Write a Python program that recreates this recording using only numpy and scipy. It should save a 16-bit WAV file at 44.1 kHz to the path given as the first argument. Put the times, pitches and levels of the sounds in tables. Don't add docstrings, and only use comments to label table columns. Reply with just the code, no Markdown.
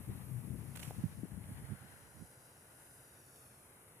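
import sys
import numpy as np
from scipy import signal
from scipy.fft import rfft, irfft
from scipy.io import wavfile
from scipy.ndimage import uniform_filter1d

SR = 44100
rng = np.random.default_rng(int(sys.argv[2]) if len(sys.argv) > 2 else 0)


def transcribe(u):
    v = np.clip(np.atleast_2d(u).T, -1, 1)
    q = np.round(v * 32767).astype(np.int16)
    wavfile.write(sys.argv[1], SR, q)


N = 176400
TIME = np.arange(N) / SR


# frequency in Hz, density in dB.
HISS_SPECTRUM = [(2500, -32), (4200, -33), (5500, -19), (7000, -12.5), (8500, -8.5), (9300, -4), (10000, 0),
                 (10900, -1), (11800, -8), (13500, -10), (14400, -14.5), (15000, -27)]
AIR_SPECTRUM = [(8000, -30), (11000, -5), (12000, 0), (13500, -2), (14500, -3), (15200, -12)]
# time in seconds, level in dB.
HISS_LEVEL = [(0, -62.3), (.3, -62), (.7, -63), (1.1, -64), (1.42, -64), (1.49, -61.8), (1.72, -63.3),
              (1.85, -64.3), (1.97, -63.3), (2.06, -65.3), (2.13, -63.8), (2.5, -65.3), (2.65, -65),
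              (2.8, -62.5), (2.92, -61.6), (3.1, -64.2), (3.27, -64.6), (3.42, -62.7), (3.54, -64.6),
              (4, -65)]
AIR_LEVEL = [(0, -68), (.25, -67), (.7, -73), (1.2, -76), (1.6, -81), (2, -90), (3.2, -78), (3.42, -71),
             (3.55, -91), (4, -84)]

def hiss(sparks_per_s=660, sparks_db=-9, flicker_db=.45):
    gas_and_sparks = white() + from_db(sparks_db) * grains(sparks_per_s)
    jet = from_db(in_time(HISS_LEVEL)) * unit_rms(colour(airborne(gas_and_sparks), HISS_SPECTRUM))
    air = from_db(in_time(AIR_LEVEL)) * unit_rms(colour(airborne(white()), AIR_SPECTRUM))
    lower = sizzle(FIRST_SIZZLE_LEVEL, FIRST_ECHO) + sizzle(SECOND_SIZZLE_LEVEL, SECOND_ECHO)
    return from_db(flicker_db * drift(rate_hz=26)) * (swirl(jet + air) + lower)


# frequency in Hz, density in dB.
SIZZLE_SPECTRUM = [(2500, -30), (3500, -9), (4300, -4), (5600, 2), (6800, -1), (9000, -7), (14000, -20)]
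# time in seconds, level in dB.
FIRST_SIZZLE_LEVEL = [(0, -81), (.5, -79), (.75, -73), (1.15, -73.5), (1.35, -83), (1.7, -82), (1.92, -75),
                      (2.15, -76), (2.58, -76), (2.85, -84), (3.1, -99), (4, -106)]
SECOND_SIZZLE_LEVEL = [(0, -95), (2.5, -91), (2.75, -79), (2.9, -75), (3.1, -76), (3.38, -72.5),
                       (3.55, -76.5), (3.75, -85), (4, -88)]
# time in seconds, delay in ms, echo gain in dB.
FIRST_ECHO = [(0, 1.0, -20), (1.15, 1.03, -18), (1.7, 1.07, -9), (1.95, 1.095, -4), (2.08, 1.11, 0),
              (2.5, 1.14, 0), (2.8, 1.19, -2), (4, 1.4, -6)]
SECOND_ECHO = [(0, .9, -6), (2.75, .893, -1), (2.95, .916, -1), (3.15, .955, 0), (3.35, .988, 0),
               (3.6, 1.05, 0), (4, 1.25, -3)]

def sizzle(level, echo, correlation=.85):
    noise = np.sqrt(correlation) * rng.standard_normal(N) + np.sqrt(1 - correlation) * white()
    jet = colour(noise, SIZZLE_SPECTRUM)
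    reflection = from_db(in_time(echo, column=2)) * delayed(jet, in_time(echo))
    return from_db(in_time(level)) * unit_rms(jet - reflection)


# frequency in Hz, left density in dB, right density in dB.
RUSH_SPECTRUM = [(195, -22, -6.5), (590, -9.5, -2.5), (906, -0.5, 0), (1170, 0.5, -5.5), (1430, -2.5, -13),
                 (2000, -2, -10.5), (2600, -6.5, -15), (3380, -14, -15.5), (3810, -9.5, -16),
                 (5850, -24, -23.5), (9200, -19, -31)]
# time in seconds, level in dB.
RUSH_LEVEL = [(0, -62.5), (.7, -63), (1.3, -64), (1.55, -62.5), (1.92, -62.5), (2.05, -67), (2.6, -67.5),
              (2.9, -67), (3.4, -67), (4, -66.5)]

def rush(flicker_db=1.15):
    left, right = airborne(white())
    roar = unit_rms(np.array([colour(left, RUSH_SPECTRUM), colour(right, RUSH_SPECTRUM, column=2)]))
    return from_db(in_time(RUSH_LEVEL) + flicker_db * drift(rate_hz=15.5)) * swirl(roar)


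# time in seconds, delay in ms, left echo gain in dB.
SWIRL_ECHO = [(0, 1.0, -24), (1.0, .97, -16), (1.2, .87, -12), (1.42, .785, -12), (1.65, .76, -9.5),
              (1.9, .844, -10), (2.2, .842, -12), (2.5, .856, -11), (2.75, .866, -9), (2.95, .884, -7),
              (3.15, .914, -7), (3.35, .952, -7), (3.55, 1.03, -10), (3.75, 1.13, -12), (4, 1.28, -12)]

def swirl(x, wobble_ms=.002, right_db=-8, late_db=-14, late_ratio=1.3):
    delay_ms = in_time(SWIRL_ECHO) + wobble_ms * drift(rate_hz=4.2)
    first_gain = from_db(in_time(SWIRL_ECHO, column=2) + np.array([[0], [right_db]]))
    late_gain = first_gain * from_db(late_db)
    combed = x - first_gain * delayed(x, delay_ms) - late_gain * delayed(x, delay_ms * late_ratio)
    return combed / np.sqrt(1 + first_gain ** 2 + late_gain ** 2)


# time in seconds, level in dB.
WHISTLE_LEVEL = [(0, -104), (1.5, -75), (1.72, -66.5), (1.95, -69.5), (2.3, -73), (3.2, -73.5), (4, -78.5)]

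def whistle(centre_hz=1480, width_hz=190):
    radius = np.exp(-np.pi * width_hz / SR)
    poles = [1, -2 * radius * np.cos(2 * np.pi * centre_hz / SR), radius * radius]
    tone = signal.lfilter([1, 0, -1], poles, white())
    return pan(left_db=8) * from_db(in_time(WHISTLE_LEVEL)) * unit_rms(tone)


# centre in seconds, length in seconds, level in dB, extra crack in dB.
SPUTTER_BURSTS = [(.756, .003, -55, 6), (.7613, .004, -45, -2), (.7735, .0045, -47.3, 2),
                  (.7955, .003, -49.5, 1), (.801, .007, -50, 1), (.82, .012, -54, -3),
                  (.8325, .007, -47, 4.8), (.852, .018, -53, 0), (.882, .018, -54, -2),
                  (.905, .009, -54.5, -4)]
# frequency in Hz, density in dB.
SPUTTER_SPECTRUM = [(200, 7), (600, 4), (1200, 4.5), (2400, 3), (3400, -1.5), (4600, -4), (6500, -1),
                    (8500, 3), (10500, 4), (13000, -0.5), (15500, 0.5)]

def sputter(grains_per_s=14000, crack_hz=(1510, 4660), tail_s=.1, tail_db=-6):
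    power = sum(burst_power(s, length, db) for s, length, db, _ in SPUTTER_BURSTS)
    crack_power = sum(burst_power(s, length, db + extra) for s, length, db, extra in SPUTTER_BURSTS)
    decay = np.exp(-1 / (tail_s * SR))
    tail = from_db(tail_db) * np.sqrt(signal.lfilter([1 - decay], [1, -decay], power + 1e-18))
    crackle = unit_rms(colour(airborne(grains(grains_per_s)), SPUTTER_SPECTRUM))
    wash = unit_rms(colour(airborne(white()), SPUTTER_SPECTRUM))
    crack_band = signal.sosfiltfilt(butter(crack_hz, "band"), crackle)
    crack = pan(left_db=-11.5) * np.sqrt(crack_power) * crack_band
    return np.sqrt(power) * (crackle - crack_band) + crack + tail * wash


# frequency in Hz, relative level in dB, T60 in seconds.
POP_MODES = [(498, -1, 0.02), (625, -2, .02), (730, -1, 0.021), (775, -5.5, 0.018), (1490, -9, 0.012)]

def pop(start_s=.908, level_db=-38.5, attack_s=.00089):
    age_s = np.maximum(TIME - start_s, 0)
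    ring = sum(from_db(level_db + db - 60 * age_s / t60_s) * np.sin(2 * np.pi * hz * age_s)
               for hz, db, t60_s in POP_MODES)
    return pan(left_db=-4.5) * (1 - np.exp(-age_s / attack_s)) * ring


# centre in seconds, level in dB, band centre in Hz.
SPARK_TICKS = [(1.441, -60, 2000), (3.361, -66.5, 3780)]

def ticks(length_s=.0032, band_ratio=1.33):
    out = np.zeros((2, N))
    for s, db, hz in SPARK_TICKS:
        noise = signal.sosfilt(butter([hz / band_ratio, hz * band_ratio], "band"), white())
        out += from_db(db) * swell(s, length_s) * unit_rms(noise)
    return out


# time in seconds, level in dB.
WIND_LEFT_LEVEL = [(0, -49), (.06, -50), (.14, -44), (.26, -46.5), (.31, -45.5), (.42, -45.5), (.52, -64),
                   (.6, -41.5), (.65, -46), (.69, -43), (.74, -47), (1.05, -47.5), (1.14, -50.5),
                   (1.2, -43), (1.28, -55.5), (1.33, -44), (1.41, -45), (1.46, -49.5), (1.61, -46),
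                   (1.66, -59), (1.8, -61.5), (2.3, -79), (4, -97)]
WIND_RIGHT_LEVEL = [(0, -61), (.9, -60.5), (1.1, -53.5), (1.3, -61), (1.6, -57), (1.85, -62), (1.95, -59.5),
                    (2.2, -64.5), (2.35, -95), (4, -87)]

def wind(leak_db=-15, leak_lag_ms=.13):
    left = turbulence(WIND_LEFT_LEVEL, port=0) + vortex_hum()
    right = turbulence(WIND_RIGHT_LEVEL, port=1)
    ports = np.array([left, right]) + thumps()
    return ports + from_db(leak_db) * delayed(ports[::-1], leak_lag_ms)


# centre in seconds, length in seconds, level in dB, port (0 left, 1 right).
GUSTS = [(.005, 0.0098, -40.5, 0), (0.097, 0.023, -37.5, 0), (0.11, 0.049, -46, 1),
         (0.446, 0.008, -37.5, 0), (0.519, 0.077, -38.5, 0), (0.996, 0.013, -38.5, 0),
         (1.002, 0.026, -44.5, 1), (1.511, 0.045, -44.5, 1), (1.641, 0.03, -44.5, 1),
         (1.719, 0.036, -38.5, 1), (1.835, 0.031, -49, 1), (2.166, 0.019, -49.5, 1),
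         (2.219, 0.033, -45.5, 1)]
# frequency in Hz, density in dB.
TURBULENCE_SPECTRUM = [(20, -76), (40, -28), (65, -2.5), (95, 0), (130, -0.5), (190, -5), (270, -13),
                       (380, -21.5), (600, -37), (1200, -62), (4000, -110)]

def turbulence(steady_level, port, edge_hz=167, edge_unity_db=-43, edge_exponent=.45):
    gust_power = sum(burst_power(s, length, db) for s, length, db, side in GUSTS if side == port)
    force = np.sqrt(from_db(in_time(steady_level)) ** 2 + gust_power)
    air = colour(rng.standard_normal(N), TURBULENCE_SPECTRUM)
    air /= np.sqrt(uniform_filter1d(air ** 2, size=1800))
    edge = signal.sosfiltfilt(butter(edge_hz, "high"), air)
    edge_gain = (force / from_db(edge_unity_db)) ** edge_exponent
    return force * (air - edge + edge_gain * edge)


# start in seconds, peak in dB, band centre in Hz, port (0 left, 1 right).
EDDY_THUMPS = [(.875, -32, 130, 0), (.982, -32, 149, 0), (1.037, -22, 164, 1), (1.053, -27.5, 121, 1),
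               (1.176, -39.5, 168, 0), (1.232, -30, 233, 0), (1.241, -36, 163, 0), (1.253, -40, 324, 0),
               (1.316, -35.5, 148, 0), (1.375, -34.5, 185, 0), (1.715, -35.5, 168, 1)]

def thumps(band_ratio=1.314):
    out = np.zeros((2, N))
    for s, db, hz, port in EDDY_THUMPS:
        impulse = signal.unit_impulse(N, int(s * SR)) + 1e-18
        kick = signal.sosfilt(butter([hz / band_ratio, hz * band_ratio], "band"), impulse)
        kick = signal.sosfilt(butter(2 * hz, "low"), kick)
        out[port] -= from_db(db) * kick / np.abs(kick).max()
    return out


def vortex_hum(centre_s=.346, length_s=.067, shedding_hz=129, level_db=-37.5, wobble=.047):
    phase = 2 * np.pi * np.cumsum(shedding_hz * (1 + wobble * drift(rate_hz=21))) / SR
    return from_db(level_db) * swell(centre_s, length_s) * unit_rms(np.sin(phase))


# frequency in Hz, density in dB.
RUMBLE_SPECTRUM = [(25, -35), (50, -12), (85, -5), (130, -0.5), (180, -11), (300, -11.5), (500, -11.5),
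                   (750, -16), (1200, -23), (3000, -51)]

def rumble(level_db=-65):
    return from_db(level_db) * unit_rms(colour(airborne(white()), RUMBLE_SPECTRUM))


# frequency in Hz, left-right correlation before clipping.
PORT_CORRELATION = [(60, 0.94), (300, 1), (600, 0.86), (1100, 0.0079), (3000, 0.13), (4200, -1.58),
                    (6000, -0.084), (8000, 0.25), (9900, 0.73), (11800, 0.43), (15000, 0.015)]

def airborne(pair):
    correlation = np.clip(per_bin(PORT_CORRELATION), -.99, .99)
    mid, side = rfft(pair)
    spectra = np.sqrt(1 + correlation) * mid + np.sqrt(1 - correlation) * side * [[1], [-1]]
    return unit_rms(irfft(spectra, N))


def from_db(db):
    return 10 ** (np.asarray(db) / 20)


def unit_rms(x):
    return x / np.sqrt(np.mean(x ** 2) + 1e-20)


def in_time(rows, column=1):
    rows = np.array(rows)
    return np.interp(TIME, rows[:, 0], rows[:, column])


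def per_bin(rows, column=1):
    rows = np.array(rows)
    return np.interp(np.log(np.fft.rfftfreq(N, 1 / SR) + 1e-9), np.log(rows[:, 0]), rows[:, column])


def colour(x, spectrum, column=1):
    return irfft(rfft(x) * from_db(per_bin(spectrum, column)), N)


def butter(hz, kind):
    return signal.butter(2, hz, kind, fs=SR, output="sos")


def pan(left_db):
    return from_db(np.array([[left_db], [-left_db]]) / 2)


def delayed(x, ms):
    fine = signal.resample_poly(x, 4, 1, axis=1)
    fine_s = np.arange(4 * N) / (4 * SR)
    return np.array([np.interp(TIME - ms / 1000, fine_s, channel) for channel in fine])


def drift(rate_hz):
    pole = np.exp(-80 * np.pi * rate_hz / SR)
    slow = signal.lfilter([1], [1, -2 * pole, pole * pole], rng.standard_normal(N // 40 + 2002))[2000:]
    return np.interp(np.arange(N) / 40, np.arange(len(slow)), unit_rms(slow))


def swell(centre_s, length_s):
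    return np.exp(-2 * np.log(2) * ((TIME - centre_s) / length_s) ** 2)


def burst_power(centre_s, length_s, db):
    return (from_db(db) * swell(centre_s, length_s)) ** 2


def white():
    return rng.standard_normal((2, N))


def grains(per_s):
    return unit_rms(white() * (rng.random((2, N)) < per_s / SR))


def scene():
    return hiss() + rush() + whistle() + sputter() + pop() + ticks() + wind() + rumble()


def record(dry, cutoff_hz=15200):
    return signal.sosfilt(signal.ellip(10, .1, 80, cutoff_hz, fs=SR, output="sos"), dry)


dry = scene()
out = record(dry)
transcribe(out)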